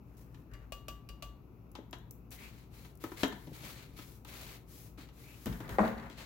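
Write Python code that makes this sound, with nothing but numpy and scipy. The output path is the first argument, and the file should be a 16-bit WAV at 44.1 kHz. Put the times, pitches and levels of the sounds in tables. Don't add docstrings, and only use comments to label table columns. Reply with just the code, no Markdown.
import sys
import numpy as np
from scipy import signal
from scipy.fft import rfft, irfft
from scipy.io import wavfile

SR = 44100
rng = np.random.default_rng(int(sys.argv[2]) if len(sys.argv) > 2 else 0)


def generate_wav(signal):
    frames = np.transpose(np.atleast_2d(signal))
    scaled = np.clip(frames, -1, 1) * 32767
    pcm = np.round(scaled).astype(np.int16)
    wavfile.write(sys.argv[1], SR, pcm)


N = 275625
TIME = np.arange(N) / SR
AGE = np.arange(SR) / SR

# frequency_hz, correlation
COHERENCE = [(60, 0.71), (180, 1), (350, 0.72), (700, 0.53), (1400, 0.062), (4000, 0.12), (14000, 0.025)]
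# frequency_hz, t60_s
ROOM_DECAY = [(100, 0.32), (250, 0.45), (800, 0.46), (2000, 0.45), (5000, 0.32), (14000, 0.29)]
# pitch_hz, level_db
MOTOR_PARTIALS = [(58.5, -59), (117.5, -62)]

# frequency_hz, relative_density_db
AIR_SPECTRUM = [(20, -56), (30, -38), (45, -0.5), (58, -9.5), (78, -7.5), (115, -3.5), (140, -4),
                (200, -11.5), (260, -10.5), (430, -17), (520, -23.5), (750, -26.5), (1300, -29),
                (1700, -43.5), (2600, -36), (3200, -49), (6500, -50.5), (9000, -64), (12500, -42.5),
                (16000, -47)]
HISS_SPECTRUM = [(3500, -7.5), (5500, -4), (7300, -5), (9000, -8.5), (11000, -1.5), (12700, -1.5),
                 (14500, -4.5), (16000, 0.5)]
SCRAPE_SPECTRUM = [(900, -8), (1500, -12), (2200, 3), (3200, -2.5), (4300, 0), (5200, -9), (7000, -8),
                   (10000, -18)]
CAVITY_SPECTRUM = [(60, 2), (250, -1), (500, -4), (800, -5.5), (1300, -4.5), (1900, -7), (3000, -21),
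                   (8000, -62)]
RUMBLE_SPECTRUM = [(30, -22), (55, 13), (85, -7), (120, 3), (190, 3.5), (280, -17), (450, -45), (1000, -45),
                   (4000, -66)]
# frequency_hz, relative_density_db
SCOOP_SPECTRUM = [(200, -1.5), (450, -11), (620, 6), (850, -16), (1700, -11), (2050, -16.5), (2500, -1.5),
                  (3500, -11), (4400, -9), (6300, -13.5), (9000, -19), (16000, -22)]
WALL_SPECTRUM = [(120, -28), (300, -5.5), (900, -8.5), (1600, -6), (3300, -4), (5000, -13.5), (7000, -20),
                 (9000, -30.5), (13000, -27.5), (16000, -42)]
WOOD_SPECTRUM = [(100, -20), (200, -1.5), (700, 2), (1300, -6.5), (2100, -14.5), (3000, -32.5), (5000, -37),
                 (9000, -21), (16000, -66)]
# pitch_hz, relative_level_db, t60_s
JAR_MODES = [(1156, 0, .38), (2848, -1.5, .32), (4727, -13, .22)]
TUB_MODES = [(205, -4, .15), (255, 0, .14), (320, 0, .15), (430, -4, .09), (600, -4, .06), (735, -6, .05),
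             (861, -3, .05), (980, -1, .06), (1280, 0, .07), (1730, -8, .05), (1850, -9, .04),
             (2630, -9, .04), (3010, -5, .04), (3180, -3, .05), (3880, -7, .04), (5360, -11, .03)]
COUNTER_MODES = [(58.6, -24, 0.32), (109, -16, 0.21), (187.3, 3, 0.3), (215.3, 8.5, 0.22),
                 (228, -0.5, 0.51), (311.5, 2, 0.23), (456, -4, 0.14), (544.4, -5.5, 0.71), (683, -1, 0.24),
                 (628, 0, 0.26), (785, 5, 0.15), (860, 5.5, 0.024), (1196, -9.5, 0.6), (1450, -28, 0.2),
                 (1572, -36, .12), (1854, -13, 0.15), (1910, -22, 0.3)]

# start_s, length_s, strength_db, pressure_db
POWDER_POURS = [(.02, 0.39, -78, -1), (.16, .055, -66.5, -13), (.5, 0.14, -84.5, 13.5)]
HAND_STROKES = [(2.308, 0.026, -47, -2), (2.35, 0.14, -57, 5.5), (2.49, 0.14, -65.5, 6),
                (2.69, .18, -58, 2), (2.99, 0.093, -54, 0.5), (3.09, 0.077, -56.5, -1),
                (4.0, .16, -57.5, -23), (4.645, 0.22, -53, -11), (5.085, 0.32, -58, -0.5),
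                (5.33, 0.28, -56, -6), (6.09, 0.052, -71.5, 18.5), (6.155, .085, -58, 13)]
LID_STROKES = [(3.16, 0.1, -49.5, 3), (3.26, 0.29, -61, -4), (3.52, 0.098, -54, 0.5),
               (3.61, 0.13, -49.5, 0.5), (3.72, 0.14, -60.5, 7), (3.86, 0.29, -67, 2.5),
               (3.96, 0.069, -52, -1), (4.245, 0.31, -50.5, 1), (4.97, 0.083, -61.5, 7.5)]
TUB_DRAG_STROKES = [(5.465, 0.086, -60, 5.5), (5.6, 0.1, -66.5, 11.5), (5.69, 0.065, -57, 6.5),
                    (5.8, .09, -59.5, 14.5), (5.91, .16, -71, 17)]
# middle_s, half_length_s, pitch_hz, level_db
SWISH_STROKES = [(0.543, 0.025, 1740, -62.5), (2.435, 0.039, 2320, -56), (5.299, 0.05, 2460, -62.5)]
# start_s, strength_db
RIM_TAPS = [(.514, -79), (0.536, -64.5), (0.722, -50.5), (0.883, -50), (1.089, -58.5), (1.224, -52.5)]
# start_s, level_db
EDGE_CATCHES = [(1.716, -64), (1.91, -60.5), (1.985, -67), (2.109, -49.5), (2.307, -57), (2.954, -64),
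                (2.974, -65), (3.008, -74), (3.039, -50), (3.281, -52), (4.248, -57.5), (5.458, -45),
                (5.693, -54), (6.098, -65)]
# start_s, flex_pitch_hz, strength_db, hardness_db
WALL_KNOCKS = [(0.345, 317, -69.5, 5.5), (1.752, 356, -57, 4.5), (1.787, 255, -45, -27),
               (1.929, 343, -52.5, 4), (2.848, 308, -62, -1), (3.039, 332, -40, -12),
               (3.118, 352, -46, -15), (3.233, 272.4, -27.5, -5.5), (3.324, 328, -51.5, -2),
               (3.471, 156, -45.5, -17.5), (3.515, 136, -47.5, -30), (3.635, 150, -48.5, -10),
               (3.989, 304, -55.5, 1), (4.249, 335, -63.5, 6), (4.981, 305, -53, -18),
               (5.088, 300, -72.5, 9), (5.459, 236, -39, -11.5), (5.467, 196, -35.5, -15),
               (5.526, 200, -56, 1), (5.604, 302, -48.5, -9), (5.692, 309, -52, -0.5), (6.099, 295, -60, 1)]
# time_s, left_over_right_db
TUB_PAN = [(1.8, 1), (3.2, 0), (5.5, -.5)]
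# start_s, level_db
COUNTER_THUDS = [(5.466, -34), (5.793, -41)]
# start_s, strength_db, low_cutoff_hz
BASE_LANDINGS = [(5.785, -21.5, 440), (5.793, -25.5, 131), (5.838, -32.5, 109)]


def from_db(db):
    return 10 ** (np.asarray(db) / 20)


def unit_power(x):
    return x / np.sqrt(np.mean(x ** 2) + 1e-20)


def unit_attack(x):
    return x / np.sqrt(np.mean(x[..., :SR // 50] ** 2) + 1e-20)


def at_hz(points, hz):
    frequencies, values = np.transpose(points)
    return np.interp(np.log(hz), np.log(frequencies), values)


def butter(x, hz, kind, order=2):
    return signal.sosfilt(signal.butter(order, hz, kind, fs=SR, output="sos"), x + 1e-18)


def band(x, low_hz, high_hz):
    for _ in range(2):
        x = butter(butter(x, low_hz, "high"), high_hz, "low")
    return x


def add(out, start_s, sound):
    start = int(start_s * SR)
    out[:, start:start + sound.shape[-1]] += sound[..., :N - start]


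def panned(x, db):
    return x * from_db([[db / 2], [-db / 2]])


def noise(spectrum, size):
    hz = np.maximum(np.arange(size // 2 + 1) * SR / size, 1)
    coherence = np.clip(at_hz(COHERENCE, hz), 0, 1)
    mid, side = rfft(rng.standard_normal((2, size)))
    pair = np.sqrt(1 + coherence) * mid + np.sqrt(1 - coherence) * side * [[1], [-1]]
    return unit_power(irfft(pair * from_db(at_hz(spectrum, hz)), size))


def decay(t60_s):
    return from_db(-60 * AGE / t60_s)


def ring(modes, spread_db):
    out = np.zeros(SR)
    for k, (hz, db, t60_s) in enumerate(modes):
        amplitude = (-1) ** k * from_db(db + spread_db * rng.standard_normal())
        out += amplitude * np.sin(2 * np.pi * hz * AGE) * decay(t60_s)
    return unit_attack(out)


def crack(spectrum, t60_s, snap_db):
    envelope = decay(t60_s) + from_db(snap_db) * np.exp(-AGE / .002)
    return unit_attack(noise(spectrum, SR) * envelope)


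def kitchen(x, wet_db):
    edges_hz = np.geomspace(80, 18000, 9)
    white = noise([(20, 0), (20000, 0)], SR)
    tail = sum(butter(white, [low, high], "band") * decay(at_hz(ROOM_DECAY, np.sqrt(low * high)))
               for low, high in zip(edges_hz, edges_hz[1:]))
    tail *= np.clip(AGE / .005 - .5, 0, 1)
    tail /= np.sqrt(np.sum(tail ** 2) / 2)
    return x + from_db(wet_db) * signal.fftconvolve(x, tail, axes=1)[:, :N]


def room_tone(air_db=-55.5, waver_rad=.44, waver_hz=11.4):
    waver = waver_rad * unit_power(butter(rng.standard_normal(N + SR), waver_hz, "low")[SR:])
    hum = sum(from_db(db) * np.sqrt(2) * np.sin(2 * np.pi * hz * TIME + waver)
              for hz, db in MOTOR_PARTIALS)
    return from_db(air_db) * noise(AIR_SPECTRUM, N) + hum


def edge_tick():
    return butter(crack(HISS_SPECTRUM, t60_s=.025, snap_db=0), 6300, "high", order=3)


def edge_catches():
    out = np.zeros((2, N))
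    for start_s, db in EDGE_CATCHES:
        add(out, start_s, from_db(db) * edge_tick())
    return kitchen(out, wet_db=-8)


def scoop_taps(firm_db=-49, ring_slope=.83, rock_slope=.19, rock_hz=53):
    clicks, ticks, ringing = np.zeros((3, 2, N))
    rocking = np.sin(2 * np.pi * rock_hz * AGE) * decay(t60_s=.75)
    for start_s, db in RIM_TAPS:
        add(clicks, start_s, from_db(db + 4.5) * crack(SCOOP_SPECTRUM, t60_s=.085, snap_db=-16))
        add(ticks, start_s, from_db(db - 1.5) * edge_tick())
        drop_db = firm_db - db
        add(ringing, start_s, from_db(firm_db - ring_slope * drop_db) * ring(JAR_MODES, spread_db=4))
        add(ringing, start_s, from_db(firm_db + 4 - rock_slope * drop_db) * rocking)
    return kitchen(clicks, wet_db=-5.5) + kitchen(ticks, wet_db=-7) + ringing


def friction(spectrum, grain_db):
    clumps = unit_power(butter(rng.standard_normal(N), 176, "low"))
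    return unit_power(noise(spectrum, N) * from_db(grain_db * clumps))


def grit(per_s=70, size_db=4):
    caught = rng.random(N) < per_s / SR
    sizes = from_db(size_db * np.minimum(rng.exponential(1, N), 3))
    impulses = caught * sizes * rng.choice([-1, 1], N)
    snap = crack(SCRAPE_SPECTRUM, t60_s=.008, snap_db=0)
    return unit_power(signal.fftconvolve(impulses[None], snap, axes=1)[:, :N])


def strokes(rows, attack_share, swell_db, release_s):
    light, pressed = np.zeros((2, 1, N))
    for start_s, length_s, db, pressure_db in rows:
        speed = np.sin(np.pi * np.minimum(AGE / length_s, 1))
        attack = np.sin(np.pi / 2 * np.minimum(AGE / (attack_share * length_s), 1)) ** 2
        release = np.exp(-np.maximum(AGE - length_s, 0) / release_s)
        power = (attack * release * from_db(db + swell_db * (speed - 1))) ** 2
        add(light, start_s, power)
        add(pressed, start_s, power * from_db(pressure_db) ** 2)
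    return np.sqrt(light), np.sqrt(pressed)


def sliding(light, pressed, hollow_db, scrape_db, hiss_db, grit_db, grain_db):
    hollow = from_db(hollow_db) * friction(CAVITY_SPECTRUM, grain_db)
    scrape = from_db(scrape_db) * friction(SCRAPE_SPECTRUM, grain_db)
    waver_db = .94 * unit_power(butter(rng.standard_normal(N), 24.5, "low"))
    hiss = from_db(hiss_db) * friction(HISS_SPECTRUM, grain_db)
    grains = from_db(grit_db) * grit()
    return from_db(waver_db) * (light * hiss + pressed * (hollow + scrape + grains))


def swishes(half_width_hz=260, rise_hz=170):
    out = np.zeros((2, N))
    for middle_s, half_length_s, hz, db in SWISH_STROKES:
        progress = np.clip((TIME - middle_s) / half_length_s, -4, 4)
        phase = 2 * np.pi * np.cumsum(hz + rise_hz * progress) / SR
        rubbing = butter(rng.standard_normal((2, N)), half_width_hz, "low") * np.sin(phase)
        out += from_db(db) * np.exp(-progress ** 2 / 2) * unit_power(rubbing)
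    return out


def handling():
    powder = sliding(*strokes(POWDER_POURS, attack_share=.29, swell_db=-4.5, release_s=.03),
                     hollow_db=4, scrape_db=-12, hiss_db=.5, grit_db=-18, grain_db=2.5)
    hands = sliding(*strokes(HAND_STROKES, attack_share=.42, swell_db=3, release_s=.044),
                    hollow_db=-8.5, scrape_db=-7.5, hiss_db=-1.5, grit_db=-17, grain_db=-.2)
    lid = sliding(*strokes(LID_STROKES, attack_share=.16, swell_db=4.5, release_s=.033),
                  hollow_db=-6, scrape_db=-4.5, hiss_db=-1.5, grit_db=-17, grain_db=-1.5)
    return kitchen(powder + hands + lid + swishes(), wet_db=-12.5)


def tub_drags():
    light, pressed = strokes(TUB_DRAG_STROKES, attack_share=.042, swell_db=1.5, release_s=.03)
    rub = sliding(light, pressed, hollow_db=4.5, scrape_db=-13, hiss_db=2.5, grit_db=-15.5, grain_db=.8)
    rumble = light * from_db(13) * friction(RUMBLE_SPECTRUM, grain_db=0)
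    for start_s, db in COUNTER_THUDS:
        boom = butter(noise(RUMBLE_SPECTRUM, SR) * decay(t60_s=.47), 600, "low")
        add(rumble, start_s, from_db(db) * boom)
    return kitchen(rub, wet_db=-7.5) + rumble


def tub_knocks(wall_hz=254, stiff_db_per_octave=12.5):
    out = np.zeros((2, N))
    for start_s, flex_hz, strength_db, hardness_db in WALL_KNOCKS:
        modes = ring(TUB_MODES, spread_db=3)
        blow = modes + from_db(3) * crack(WALL_SPECTRUM, t60_s=.1, snap_db=-2)
        stiffness_db = stiff_db_per_octave * np.log2(flex_hz / wall_hz)
        registers = [(150, 650, -4),
                     (650, 1600, hardness_db / 2 + stiffness_db - 3),
                     (1600, 6000, hardness_db - 2),
                     (6000, 19000, hardness_db - 12)]
        shell = sum(from_db(db) * unit_attack(band(blow, low, high)) for low, high, db in registers)
        flex = from_db(-2) * unit_attack(np.sin(2 * np.pi * flex_hz * AGE) * decay(t60_s=.098))
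        pan_db = np.interp(start_s, *np.transpose(TUB_PAN))
        add(out, start_s, from_db(strength_db) * panned(shell + flex, pan_db))
    return kitchen(out, wet_db=-6.5)


def tub_landing(contact_hz=3250):
    out = np.zeros((2, N))
    for start_s, db, low_cutoff_hz in BASE_LANDINGS:
        modes = from_db(-3) * ring(COUNTER_MODES, spread_db=.5)
        wood = from_db(-2) * crack(WOOD_SPECTRUM, t60_s=.12, snap_db=-32)
        blow = butter(modes + wood, low_cutoff_hz, "high")
        add(out, start_s, from_db(db) * butter(blow, contact_hz, "low"))
    return kitchen(out, wet_db=-5)


def scene():
    tub = tub_knocks() + edge_catches() + handling() + panned(tub_landing() + tub_drags(), db=-1.1)
    return panned(scoop_taps() + tub, db=4) + panned(room_tone(), db=4.5)


def record(dry, low_hz=33, high_hz=15900):
    treble_cut = signal.ellip(12, .1, 80, high_hz, fs=SR, output="sos")
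    return signal.sosfilt(treble_cut, butter(dry, low_hz, "high", order=3))


dry = scene()
out = record(dry)
generate_wav(out)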